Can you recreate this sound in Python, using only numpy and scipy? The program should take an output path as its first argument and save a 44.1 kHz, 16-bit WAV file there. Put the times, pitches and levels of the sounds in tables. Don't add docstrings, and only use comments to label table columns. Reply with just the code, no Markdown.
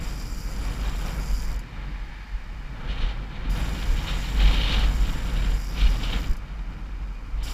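import sys
import numpy as np
from scipy import signal
from scipy.fft import rfft, irfft
from scipy.io import wavfile
from scipy.ndimage import uniform_filter1d

SR = 44100
rng = np.random.default_rng(int(sys.argv[2]) if len(sys.argv) > 2 else 0)


def inscribe(sig):
    pcm = np.round(np.clip(np.atleast_2d(sig).T, -1, 1) * 32767)
    wavfile.write(sys.argv[1], SR, pcm.astype(np.int16))


N = 332073
TIME = np.arange(N) / SR
FREQ = np.maximum(np.arange(N // 2 + 1) * SR / N, 1)

# (start [s], end [s], starting speed [teeth/s], slowing [teeth/s per s],
# time the pedals take to catch up [s], first relative level [dB], last relative level [dB])
COASTS = [(0, 1.61, 188, 31, .15, -42.1, -40.1), (3.493, 6.387, 208, 22, .195, -42.1, -42.7),
          (7.429, 8, 205, 22, .2, -40.3, -40.3)]
# (pitch [Hz], width [Hz], relative level [dB])
HUB_RINGS = [(2890, 43, -17), (4330, 150, -18), (4755, 110, -11.5), (4953, 132, -10.5), (5547, 190, -10.5),
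             (6000, 73, -15.5), (6610, 110, -14.5), (7190, 52, -11.5), (7440, 256, -13.5), (9570, 290, -25),
             (10460, 370, -20), (11600, 650, -28.5), (13400, 350, -24), (13600, 520, -21.5)]
# (time [s], level change [dB])
MIDDLE_RING_LEVELS = [(0, -1), (.4, 2), (.9, -4.5), (1.35, 0), (1.6, -3), (3.5, -1.5), (4.4, -0.5),
                      (5.3, -1.5), (5.8, 2.5), (6.3, -0.5), (7.45, 1.5)]

# (time [s], strength [dB])
BREEZE = [(0, -1), (.38, -3.5), (.68, -0.15), (1.15, 0.95), (1.64, -6), (1.83, -3), (2.2, -11), (2.7, -5.5),
          (2.85, -0.3), (3.3, -3.5), (3.6, 2), (4.25, 1.57), (4.8, 4.5), (5.0, 2.16), (5.55, 1.46),
          (5.67, -3), (5.82, 1.3), (6.23, 1.3), (6.38, -5), (6.9, -5), (7.3, -7), (7.48, -3.5)]
# (peak time [s], half length [s], strength [dB], extra hiss [dB])
GUSTS = [(0.09, 0.14, 1.2, 1), (0.677, .03, 3.5, -5), (.87, 0.04, 3.5, -1), (1.072, .04, 4, -6),
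         (1.19, .025, 4, -13), (1.51, 0.077, 5, -8), (2.91, 0.024, 1.5, 6.5), (3.042, 0.12, 4, 2),
         (3.354, .03, 0.7, 6), (3.622, 0.08, 2.7, -1.5), (3.8, 0.041, -1, 8.5), (3.986, 0.022, -0.4, 10),
         (4.115, 0.074, 3.5, 4), (4.262, .025, -1.6, 11.5), (4.42, 0.065, 4.5, 2), (4.536, 0.055, 4, 2.5),
         (4.72, 0.12, 4.5, 3), (5.087, 0.02, 1.5, 0.5), (5.437, 0.075, 1.7, 0), (5.828, 0.076, 3.5, 5.5),
         (5.934, 0.011, 1, 5.5), (6.044, 0.025, 3, 6), (6.137, 0.056, 6, -2), (6.243, 0.031, 0.5, 6),
         (7.48, 0.084, 3.5, 8)]
# (peak time [s], half length [s], boost [dB])
THUMPS = [(1.33, 0.033, 10.5), (1.53, 0.14, 4), (2.0, 0.031, 4.5), (2.35, 0.022, 12), (2.57, 0.029, 2.5),
          (2.9, 0.018, 4), (3.04, 0.049, 5.5), (3.5, .04, 8.5), (3.93, 0.043, 10.5), (4.46, 0.075, 12),
          (4.87, 0.057, 9), (5.04, 0.056, 9.5), (5.48, 0.15, 7), (5.87, 0.06, 14), (6.31, 0.017, 14),
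          (7.02, 0.028, 5), (7.38, 0.06, 9)]
# (middle [s], half length [s], level change [dB])
LULLS = [(1.68, 0.065, -15), (2.28, .025, -4), (2.78, 0.079, -4), (3.33, 0.063, -4), (3.8, .04, -6),
         (6.48, 0.045, -4.5), (6.79, 0.022, -11)]
# (frequency [Hz], relative level [dB])
BUFFET_TONE = [(12, -17.5), (23, -7.5), (33, -12.5), (41, -1.5), (46, -2.5), (50, -2), (57, -20.5),
               (75, -37.5), (110, -33.5)]
RUMBLE_TONE = [(45, 7.5), (70, 2), (105, -1), (160, 0), (220, -6.5), (290, -9), (400, -20), (700, -63)]
ROAR_TONE = [(200, -13), (400, 0.5), (490, 5.5), (620, 0), (850, 3.5), (1080, 1), (1350, 2.5), (1900, -1.5),
             (2350, -3.5), (2700, -4), (4000, -48), (8000, -39)]
HISS_TONE = [(700, -21.5), (2000, -5), (2700, 5.5), (3300, 6.5), (3800, 5.5), (4300, -1), (4700, -11),
             (6000, -16), (8500, -28), (15000, -46)]

# (time [s], level [dB])
STREET_LEVELS = [(0, -52), (1.7, -52.5), (3.0, -52.5), (4.4, -56.5), (6.2, -52.5), (6.7, -54), (7.53, -53)]
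# (frequency [Hz], relative level [dB])
STREET_TONE = [(100, 7), (400, -10.5), (900, -1), (1350, 2), (1800, -16.5), (2350, -3), (2750, -5.5),
               (3700, -12), (4900, -11.5), (6500, -18), (7400, -18.5), (8500, -26), (12000, -27.5),
               (15000, -29)]
# (loudest moment [s], half length [s], level [dB])
CARS = [(0, 0.25, -55), (2.062, 0.52, -48), (4.096, 0.99, -47), (5.899, 0.33, -54)]
# (frequency [Hz], relative level [dB])
CAR_TONE = [(120, 2), (350, -18), (620, -15), (860, 6.5), (1150, -18), (1700, 5), (2300, -0.5), (2900, -6),
            (3700, -4), (4500, -11.5), (5500, -22), (10000, -41)]
# (peak time [s], half length [s], pitch [Hz], level [dB])
SQUEAKS = [(7.18, .03, 2410, -56), (7.255, .025, 2450, -58)]
# (frequency [Hz], width [Hz], level change [dB])
CASE_RESONANCES = [(2332, 146, 4), (2650, 250, -6), (2913, 52, 2.5), (3084, 21, 1.5), (3410, 320, -6),
                   (3820, 79, 4.5), (3927, 420, -8), (4250, 66, 3), (4880, 110, 4)]


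def freewheel(snap_s, chatter_s, chatter_db, shimmer_db, gain_db):
    energy = pawl_strikes(pawls=3, lag_s=.001, jitter_s=.0004, uneven_db=2.6) ** 2 + 1e-24
    snap, chatter = [signal.lfilter([1 / fade_s], [1, -np.exp(-2 / (fade_s * SR))], energy)
                     for fade_s in (snap_s, chatter_s)]
    force = np.sqrt(snap + from_db(chatter_db) ** 2 * chatter)
    force *= from_db(.5 * flutter(rate_hz=8))
    middle_db = curve(MIDDLE_RING_LEVELS)
    rings = 0
    for hz, width_hz, db in HUB_RINGS:
        nearness = np.exp(-((hz - 5100) / 900) ** 2)
        share = from_db(db + nearness * middle_db + shimmer_db * flutter(rate_hz=3))
        rings += resonate(share * force * rng.standard_normal(N), hz, width_hz)
    cut_lows = signal.butter(2, 2200, "high", fs=SR, output="sos")
    return from_db(gain_db) * signal.sosfilt(cut_lows, rings)


def pawl_strikes(pawls, lag_s, jitter_s, uneven_db):
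    tooth_s, tooth_db = tooth_passes().T
    chance = rng.standard_normal((len(tooth_s), 2, pawls))
    strike_s = tooth_s[:, None] + np.arange(pawls) * lag_s + jitter_s * chance[:, 0]
    force = from_db(tooth_db[:, None] + uneven_db * chance[:, 1])
    strikes = np.zeros(N)
    np.add.at(strikes, np.clip((strike_s * SR).astype(int), 0, N - 1), force)
    return strikes


def tooth_passes():
    teeth = []
    for start_s, end_s, start_speed, slowing, catch_up_s, first_db, last_db in COASTS:
        since_s = TIME - start_s
        slipping = np.clip((end_s - TIME) / catch_up_s, 0, 1) * (since_s >= 0)
        speed = (start_speed - slowing * since_s) * slipping
        teeth_left = np.cumsum(speed[::-1])[::-1] / SR
        ticks = np.flatnonzero(np.diff(np.floor(teeth_left - .15)))
        level_db = np.interp(TIME[ticks], [start_s, end_s], [first_db, last_db])
        halvings = np.log2(np.maximum(160 / (speed[ticks] + 1), 1))
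        teeth.append(np.column_stack([TIME[ticks], level_db + .8 * halvings]))
    return np.vstack(teeth)


def wind():
    breeze_db = curve(BREEZE)
    gust_db = swells((s, half_s, db) for s, half_s, db, _ in GUSTS)
    tearing_db = swells((s, half_s, db) for s, half_s, _, db in GUSTS)
    swirl_db = .9 * flutter(rate_hz=60)
    buffet_db = -29 + .8 * breeze_db + .53 * gust_db + flutter(rate_hz=16)
    buffet_db += swells(THUMPS) + swells(LULLS)
    buffet = from_db(buffet_db) * steadied(noise(BUFFET_TONE), span_s=.068)
    rumble_db = -35 + 1.17 * breeze_db + .19 * gust_db + .8 * flutter(rate_hz=16)
    rumble = from_db(rumble_db) * steadied(noise(RUMBLE_TONE), span_s=.086)
    roar_db = -44.5 + 1.24 * breeze_db + gust_db + swirl_db
    roar = from_db(roar_db) * noise(ROAR_TONE)
    hiss_db = -49.5 + 2.22 * breeze_db + 2.1 * gust_db + tearing_db + swirl_db
    hiss_db += 1.5 * flutter(rate_hz=16) + 1.8 * flutter(rate_hz=120)
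    hiss = from_db(hiss_db) * noise(HISS_TONE)
    return buffet + rumble + roar + hiss


def street(grit_db):
    return from_db(curve(STREET_LEVELS) + grit_db * flutter(rate_hz=250)) * noise(STREET_TONE)


def cars():
    power = sum(from_db(db) ** 2 / (1 + ((TIME - s) / half_s) ** 2) ** 2 for s, half_s, db in CARS)
    return np.sqrt(power) * noise(CAR_TONE)


def squeak(waver_hz):
    waver = waver_hz * flutter(rate_hz=82)
    return sum(from_db(db) * bell(s, half_s) * np.sin(2 * np.pi * np.cumsum(hz + waver) / SR)
               for s, half_s, hz, db in SQUEAKS)


def from_db(db):
    return 10 ** (np.asarray(db) / 20)


def unit_power(x):
    return x / np.sqrt(np.mean(x ** 2) + 1e-20)


def curve(rows):
    return np.interp(TIME, *np.transpose(rows))


def bell(peak_s, half_s):
    return np.exp(-((TIME - peak_s) / half_s) ** 2)


def swells(rows):
    return sum(db * bell(s, half_s) for s, half_s, db in rows)


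def noise(tone):
    hz, db = np.transpose(tone)
    gain = from_db(np.interp(np.log(FREQ), np.log(hz), db))
    edges = np.minimum(1, FREQ / hz[0]) ** 2 * np.minimum(1, hz[-1] / FREQ) ** 2
    return unit_power(irfft(rfft(rng.standard_normal(N)) * gain * edges, N))


def flutter(rate_hz):
    return unit_power(irfft(rfft(rng.standard_normal(N)) / (1 + (FREQ / rate_hz) ** 2), N))


def resonate(x, hz, width_hz):
    decay = np.exp(-np.pi * width_hz / SR)
    feedback = [1, -2 * decay * np.cos(2 * np.pi * hz / SR), decay ** 2]
    return signal.lfilter(np.array([1, 0, -1]) * (1 - decay ** 2) / 2, feedback, x + 1e-18)


def steadied(x, span_s):
    power = uniform_filter1d(np.abs(signal.hilbert(x)) ** 2 / 2, int(span_s * SR))
    return unit_power(x / np.sqrt(np.abs(power) + 1e-6))


def scene():
    hub = freewheel(snap_s=.00056, chatter_s=.013, chatter_db=-2.5, shimmer_db=1.22, gain_db=-10.5)
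    return (hub + wind() + street(grit_db=.95) + cars() + squeak(waver_hz=38))[None]


def record(dry):
    for hz, width_hz, db in CASE_RESONANCES:
        dry = dry + (from_db(db) - 1) * resonate(dry, hz, width_hz)
    cutoff_hz = 15280
    return irfft(rfft(dry) / np.sqrt(1 + (FREQ / cutoff_hz) ** 800), N)


dry = scene()
out = record(dry)
inscribe(out)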